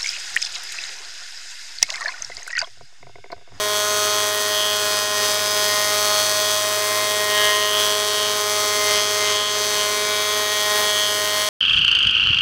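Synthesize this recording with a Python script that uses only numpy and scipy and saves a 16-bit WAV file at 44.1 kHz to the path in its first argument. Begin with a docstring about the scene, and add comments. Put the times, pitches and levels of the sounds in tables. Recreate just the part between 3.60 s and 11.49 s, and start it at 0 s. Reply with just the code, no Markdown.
"""A workshop, one fixed microphone beside a running planer; a wooden strip is already feeding through.
From the start the motor hums, air rushes round the two-knife cutter block, and the knife strikes
fuse into a throbbing drone and a buzzing whine, each strike tearing off a burst of chips.
Within the first second the strip starts to squeal on and off, single tones sing out and cross grain rasps.
Squeals and rasps are strongest around 4 s and just after 7 s; the cut runs on to the end."""
import sys
import numpy as np
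from scipy import signal
from scipy.fft import rfft, irfft, next_fast_len
from scipy.io import wavfile
from scipy.ndimage import uniform_filter1d

SR = 44100
rng = np.random.default_rng(int(sys.argv[2]) if len(sys.argv) > 2 else 0)


def transcribe(u):
    """Save the signal u as a 16-bit wav file named by the first command-line argument.

    u: samples, shape (n,) or (channels, n), limited to [-1, 1]; the rate is SR.
    q: integer samples, one column per channel.
    """
    v = np.clip(np.atleast_2d(u).T, -1, 1)
    q = np.round(v * 32767).astype(np.int16)
    wavfile.write(sys.argv[1], SR, q)


N = 347949
TIME = np.arange(N) / SR

# Steady tones of the motor and drive. Each row: frequency in Hz, level in dB.
MOTOR_TONES = [(208, -65), (241, -58.5), (257, -53.5), (385, -60), (449.6, -52), (674.7, -62)]
# Air whirled round the block. Each row: frequency in Hz, relative level in dB.
AIR_SPECTRUM = [(25, -39), (70, -12), (170, -10), (260, -10), (410, 2), (470, -3), (600, 0.5), (760, -5),
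                (1050, 1), (1800, -2), (2500, -9.5), (4400, -1.5), (7000, -13), (15500, -17)]
# The block sags a little under load. Each row: time in seconds, turns per second.
BLOCK_SPEED = [(0.0, 104.37), (1.16, 104.38), (1.28, 104.04), (1.72, 103.97), (1.9, 104.35), (2.1, 104.0),
               (2.58, 104.33), (3.6, 104.53), (3.7, 104.3), (4.6, 104.59), (5.42, 104.08), (5.52, 104.38),
               (5.82, 104.15), (5.92, 104.42), (6.22, 104.24), (6.72, 104.79), (7.6, 104.23),
               (7.89, 104.55)]
# Slow changes along the strip. Each row: time in seconds, knife bite and chip spray in relative dB.
CUT_LEVELS = [(0.0, -27.5, -34.5), (0.6, -24, -32.5), (0.75, -27.5, -33.5), (1.5, -25.5, -34),
              (2.25, -23.2, -31), (3.75, -26.5, -33.5), (4.65, -25.5, -34.5), (4.8, -26.5, -34.5),
              (5.25, -26, -34), (5.4, -23.5, -34.5), (5.55, -25.5, -34), (5.7, -22.5, -35.5),
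              (5.85, -28, -39), (6.0, -25, -35), (6.9, -26.5, -34), (7.89, -26, -34)]
# Tones from both knives alike. Each row: order (multiple of the turning rate), level in dB.
EVEN_ORDERS = [(2, -56), (4, -34), (6, -29.5), (8, -40.5), (10, -32), (12, -35.5), (14, -40), (16, -40.5),
               (18, -33), (20, -36.5), (22, -41), (24, -42), (26, -47), (28, -38.5), (30, -32), (32, -29.5),
               (34, -40), (36, -35), (38, -41), (40, -41), (42, -32.5), (44, -42), (46, -39), (48, -35),
               (50, -38.5), (52, -40.5), (54, -39.5), (56, -36), (58, -37), (60, -35.5), (62, -35),
               (64, -42.5), (68, -47.5), (70, -46), (74, -40.5), (80, -47.5), (84, -42.5), (88, -42),
               (92, -56), (96, -48.5), (102, -46.5), (110, -54.5), (150, -57.5)]
# Tones from one knife standing prouder than the other. Each row: order, level in dB.
ODD_ORDERS = [(1, -48.5), (3, -58.5), (7, -48.5), (9, -52), (11, -45), (15, -47.5), (21, -55), (27, -47.5),
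              (31, -43.5), (37, -48.5), (43, -48), (51, -57), (59, -54), (69, -61), (75, -62), (93, -77),
              (151, -64)]
# The drone's two main tones. Each row: time in seconds, orders 4 and 6 in relative dB.
DRONE_LEVELS = [(0.0, -31, -28), (1.5, -35.5, -30), (2.55, -36.0, -26.9), (2.7, -41, -28),
                (3.75, -32.5, -28), (4.65, -30.5, -30.5), (5.7, -30, -29.5), (5.85, -33, -33),
                (6.45, -30, -31), (7.89, -39, -30.5)]
# Those two tones beat. Each row: order, time of one dip in seconds, depth 0-1 at mean level.
DRONE_BEATS = [(4, 1.003, 0.16), (6, 2.146, 0.05)]
# Fibres tearing. Each row: frequency in Hz, relative level in dB.
TEARING_SPECTRUM = [(800, -15.5), (2500, -1), (3300, -5.5), (4000, -6), (4500, -30), (5300, -19), (6200, 1),
                    (7200, -13), (7800, -4.5), (9700, -6.5), (15500, -7.5)]
# Chips spraying over the bed. Each row: frequency in Hz, relative level in dB.
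SPRAY_SPECTRUM = [(7000, -33), (11000, 0), (15500, -1)]
# The strip squeals. Each row: middle and half length in seconds, rise in dB, pitch it pulls to in Hz.
STRIP_SQUEALS = [(.17, 0.061, 3, 3300), (0.603, .08, 2.5, 3340), (1.042, 0.15, 7.5, 3180),
                 (1.73, 0.14, 2, 3280), (2.587, 0.11, 3.5, 3260), (2.88, 0.12, 3.5, 3440),
                 (3.824, 0.097, 7, 3000), (4.02, 0.15, 7, 2990), (4.24, 0.15, 5, 3280),
                 (4.62, 0.088, 4.5, 3120), (5.413, 0.12, 4, 3180), (5.79, 0.13, 6.5, 3160),
                 (6.21, .055, 6, 3150), (6.53, 0.07, 1, 3320), (6.95, 0.072, 2, 3220),
                 (7.38, 0.17, 8.5, 3180), (7.776, 0.14, 4.7, 3100)]
# Single tones sing out as the strip moves on.
# Each row: middle and half length in seconds, order, rise in dB.
TONE_FLARES = [(.45, 0.28, 12, 5.5), (.8, 0.2, 18, 6.5), (1.55, .13, 18, 5.5), (1.95, 0.99, 48, 5),
               (2.15, 0.17, 18, 8.5), (2.198, 0.19, 20, 6.5), (2.385, 0.2, 12, 7), (2.42, 0.34, 8, 6.5),
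               (2.65, 0.22, 42, 3), (3.38, 0.21, 20, 9.5), (3.81, .33, 18, 11.5), (3.84, .1, 16, 9),
               (3.88, 0.26, 20, 9), (3.954, .35, 10, 3), (5.166, 0.69, 12, 6.5), (5.204, 0.35, 20, 9),
               (5.38, .08, 48, 5), (5.503, 0.27, 18, 6), (5.646, 0.083, 20, 8), (6.4, 1, 20, 6.5),
               (6.55, 0.077, 36, 6), (4.95, 0.36, 8, 5), (7.13, 0.14, 8, 6), (7.147, 0.61, 18, 8.5),
               (7.8, .25, 20, 6.5)]
# Cross grain rasps; soft wood (below 0) cuts quietly.
# Each row: middle and half length in seconds, rasp in dB, of which each layer takes a share.
GRAIN_PATCHES = [(0.502, 0.079, 0.5), (1.31, 0.087, 0.8), (1.47, .06, -1.8), (1.647, 0.077, 2),
                 (2.56, .08, 0.9), (3.404, 0.06, 1.5), (3.818, 0.12, 3), (4.237, 0.11, 2), (5.31, 0.063, 3),
                 (5.455, 0.044, -2), (6.16, 0.054, 1.5), (6.753, .07, -0.5), (7.202, 0.1, 4),
                 (7.78, .05, 1.5)]

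SQUEAL_HZ, SQUEAL_WIDTH_HZ = 3170, 500  # the strip's resonance
ECHO_S = .00066  # the machine bed throws each strike back


def amp(db):
    """Decibels to gain."""
    return 10 ** (np.asarray(db) / 20)


def unit(x):
    """Scales to rms 1."""
    return x / np.sqrt(np.mean(abs(x) ** 2) + 1e-20)


def relative(db):
    """A level curve in dB, relative to its mean power."""
    return db - 10 * np.log10(np.mean(amp(db) ** 2))


def curves(rows):
    """Each column of a timed table, at every sample."""
    times, *columns = np.transpose(rows)
    return [np.interp(TIME, times, column) for column in columns]


def bump(middle_s, half_s):
    """A slightly flat-topped bell that reaches 1 at middle_s."""
    return np.exp(-np.minimum(abs((TIME - middle_s) / half_s), 10) ** 2.3)


def wander(rate_hz):
    """A smooth random curve of rms 1 that changes at about the given rate."""
    hz = np.fft.rfftfreq(2048, TIME[-1] / 2048)
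    slow = irfft(rfft(rng.standard_normal(2048)) / (1 + (hz / rate_hz) ** 2))
    return np.interp(TIME, np.linspace(0, TIME[-1], len(slow)), unit(slow))


def colour(x, spectrum):
    """Gives x a spectrum, at rms 1."""
    size = next_fast_len(N)
    hz, db = np.transpose(spectrum)
    gain = amp(np.interp(np.log(np.fft.rfftfreq(size, 1 / SR) + 1), np.log(hz), db))
    return unit(irfft(rfft(x, size) * gain, size)[:N])


def order_db(order):
    """Base level of one multiple of the turning rate."""
    return np.interp(order, *np.transpose(ODD_ORDERS if order % 2 else EVEN_ORDERS))


def motor_hum(waver_db=2, drift_rad=0.32):
    """Faint wavering tones of the motor and drive, underneath the cut."""
    hum = np.zeros(N)
    for hz, db in MOTOR_TONES:
        level = amp(db + waver_db * wander(5.8))
        hum += level * np.cos(2 * np.pi * hz * TIME + drift_rad * wander(4))
    return np.sqrt(2) * hum


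def air_rush(turns, bite, rasp, level_db=-31.5, throb=0.21, gust_db=0.44):
    """Air and shavings pulse as each knife passes the table lip, louder in cross grain."""
    pulse = 1 + throb * np.cos(4 * np.pi * turns)
    rush = colour(rng.standard_normal(N) * pulse, AIR_SPECTRUM)
    return rush * amp(level_db + 0.4 * bite + 0.85 * rasp + gust_db * wander(7.5))


def knife_drone(turns, bite, swells, waver_db=3, tremble_db=0.91, flutter_rad=0.075):
    """The low orders of the strikes, their phases scrambled by the room on the way to the microphone."""
    drone = np.zeros(N)
    for order in range(1, 25):
        if order in swells:
            swell = swells[order]
        else:  # the rest follow the bite and order 6
            swell = 0.85 * (bite + swells[6]) / 2 + waver_db * min(order / 14, 1) * wander(0.62)
        level = amp(order_db(order) + swell + tremble_db * wander(18))
        drone += level * np.cos(2 * np.pi * (order * turns + rng.random()) + flutter_rad * wander(14))
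    return np.sqrt(2) * drone


def strip_resonance(hz):
    """How far a frequency lies inside the strip's resonance, 0-1."""
    return 1 / (1 + (abs(hz - SQUEAL_HZ) / SQUEAL_WIDTH_HZ) ** 4)


def knife_whine(turns, bite, chips, squeal, centre_hz, swells,
                echo=0.91, echo_cutoff_hz=9000, crisp_hz=9000, focus_hz=200, waver_db=1.52):
    """The high orders bunch into a short rasp at each strike, with its echo off the bed."""
    whine = np.zeros(N)
    turn_hz = np.mean(np.array(BLOCK_SPEED)[:, 1])
    drifts = [wander(1.4) + 0.27 * wander(16) for _ in range(24)]
    for order in range(25, 153):
        hz = order * turn_hz
        ring = strip_resonance(hz)
        treble = 1 / (1 + (crisp_hz / hz) ** 6)
        bounce = 1 + echo / (1 + (hz / echo_cutoff_hz) ** 4) * np.exp(-2j * np.pi * hz * ECHO_S)
        # the strip's ringing and the knife's travel through the wood draw the strike out
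        ring_lag = np.arctan((hz - SQUEAL_HZ) / SQUEAL_WIDTH_HZ) - np.pi / 2
        travel_phase = 0.24 * ((hz - crisp_hz) / SQUEAL_HZ) ** 2
        # room paths shift each partial's level and phase as the wood moves
        drift_a, level_drift, drift_b = (drifts[i] for i in rng.permutation(len(drifts))[:3])
        scatter = (0.6 * (1 - treble) + 0.38 * treble) * (drift_a + drift_b) / np.sqrt(2)
        phase = np.angle(bounce) - ring_lag + travel_phase + scatter
        cut_db = (1 - treble) * bite + treble * chips + waver_db * level_drift
        swell = ring * squeal + (1 - ring) * cut_db
        if ring > .1:  # the resonance slides and favours the nearest partial
            favour = -10 * np.log10(1 + ((hz - centre_hz) / focus_hz) ** 2)
            swell += ring * (favour - favour.mean())
        level = amp(order_db(order) + swells.get(order, swell))
        whine -= level * np.cos(2 * np.pi * order * turns + phase)
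    return np.sqrt(2) * whine


def tearing_fibres(turns, bite, chips, squeal, level_db=-31.5, spray_db=-40, decay=0.072, echo=0.56):
    """Each strike tears fibres: a burst of noise and its duller echo, over a spray of flying chips."""
    age = (2 * turns + .02) % 1  # age and decay are in strike intervals
    bursts = np.exp(-age / decay) * rng.standard_normal(N)
    bounced = uniform_filter1d(np.interp(TIME - ECHO_S, TIME, bursts), size=3)
    hiss = np.sqrt(0.041) * rng.standard_normal(N)
    tearing = colour(bursts + echo * bounced + hiss, TEARING_SPECTRUM)
    spray = amp(spray_db + chips) * colour(rng.standard_normal(N), SPRAY_SPECTRUM)
    hz, frame_s, bands = signal.stft(tearing, SR, nperseg=256)
    ring = strip_resonance(hz)[:, None]
    treble = np.clip((hz - 6000) / 4000, 0, 1)[:, None]
    bite, chips, squeal = (np.interp(frame_s, TIME, curve) for curve in (bite, chips, squeal))
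    cut_db = (0.5 - treble) * bite + treble * chips
    # a squeal is mostly tone, so the noise rises only a little with it
    bands *= amp(ring * squeal / 3 + (2.5 - ring) * cut_db)
    return amp(level_db) * signal.istft(bands, SR)[1][:N] + spray


def strip_squeal(bite, rest_hz=3266, slide_hz=50, waver_db=1.15):
    """Level in dB and centre in Hz of the strip's ringing: each squeal raises it and pulls its pitch."""
    level = 0.28 * bite + waver_db * wander(2.3)
    pull, weight = 0, 1
    for middle_s, half_s, db, hz in STRIP_SQUEALS:
        rise = db * bump(middle_s, half_s)
        level += rise
        pull += rise * (hz - rest_hz)
        weight += rise
    return relative(level), rest_hz + pull / weight + slide_hz * wander(3)


def tone_swells(bite, rasp, beat_hz_per_order=0.625, low_waver_db=1.2, high_waver_db=1.35):
    """Level changes in dB of the strongest orders: the two lowest beat, the others flare up."""
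    swells = {}
    fourth, sixth = (relative(level + 0.78 * rasp) for level in curves(DRONE_LEVELS))
    for (order, dip_s, depth), level in zip(DRONE_BEATS, (fourth, sixth)):
        depth = np.clip(depth * amp(-2 * level), 0, .7)  # the louder the tone, the shallower its beat
        beat = 1 - depth * np.exp(2j * np.pi * order * beat_hz_per_order * (TIME - dip_s))
        swells[order] = level + 20 * np.log10(abs(beat))
    for middle_s, half_s, order, db in TONE_FLARES:
        if order not in swells:
            if order < 25:  # in the drone
                slow = 0.42 * sixth + low_waver_db * wander(2.2)
            else:  # in the whine
                slow = 0.55 * bite + high_waver_db * wander(3)
            swells[order] = slow + 0.3 * rasp
        swells[order] += db * bump(middle_s, half_s)
    return {order: relative(level) for order, level in swells.items()}


def grain_rasp():
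    """The cut gets louder through cross grain and quieter through soft wood."""
    return sum(db * bump(middle_s, half_s) for middle_s, half_s, db in GRAIN_PATCHES)


def scene(whine_db=-0.5, strike_spread_db=0.62, jitter_s=3e-6, uneven_db=0.44):
    """The planer at the microphone, in mono: one block drives the cut, no two strikes equally hard."""
    turn_hz, = curves(BLOCK_SPEED)
    turns = np.cumsum(turn_hz) / SR
    rasp = grain_rasp()
    uneven = uneven_db * wander(5)
    bite, chips = curves(CUT_LEVELS)
    bite = relative(bite + 0.64 * rasp + uneven)
    chips = relative(chips + 0.7 * rasp + uneven)
    squeal, centre_hz = strip_squeal(bite)
    swells = tone_swells(bite, rasp)
    strike_number = (2 * turns + .25).astype(int)
    hardness, earliness = rng.standard_normal((2000, 2))[strike_number].T
    force = uniform_filter1d(amp(strike_spread_db * hardness), size=20)
    jittered_turns = turns + jitter_s * turn_hz * uniform_filter1d(earliness, size=20)
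    whine = amp(whine_db) * knife_whine(jittered_turns, bite, chips, squeal, centre_hz, swells)
    cutting = force * (whine + tearing_fibres(turns, bite, chips, squeal))
    return (cutting + knife_drone(turns, bite, swells) + air_rush(turns, bite, rasp) + motor_hum())[None]


def record(dry, cutoff_hz=15780):
    """The recorder's band limit cuts the very top off the microphone signal."""
    lowpass = signal.firwin(801, cutoff_hz, window=("kaiser", 9), fs=SR)
    return signal.oaconvolve(dry, lowpass[None], "same")


dry = scene()
out = record(dry)
transcribe(out)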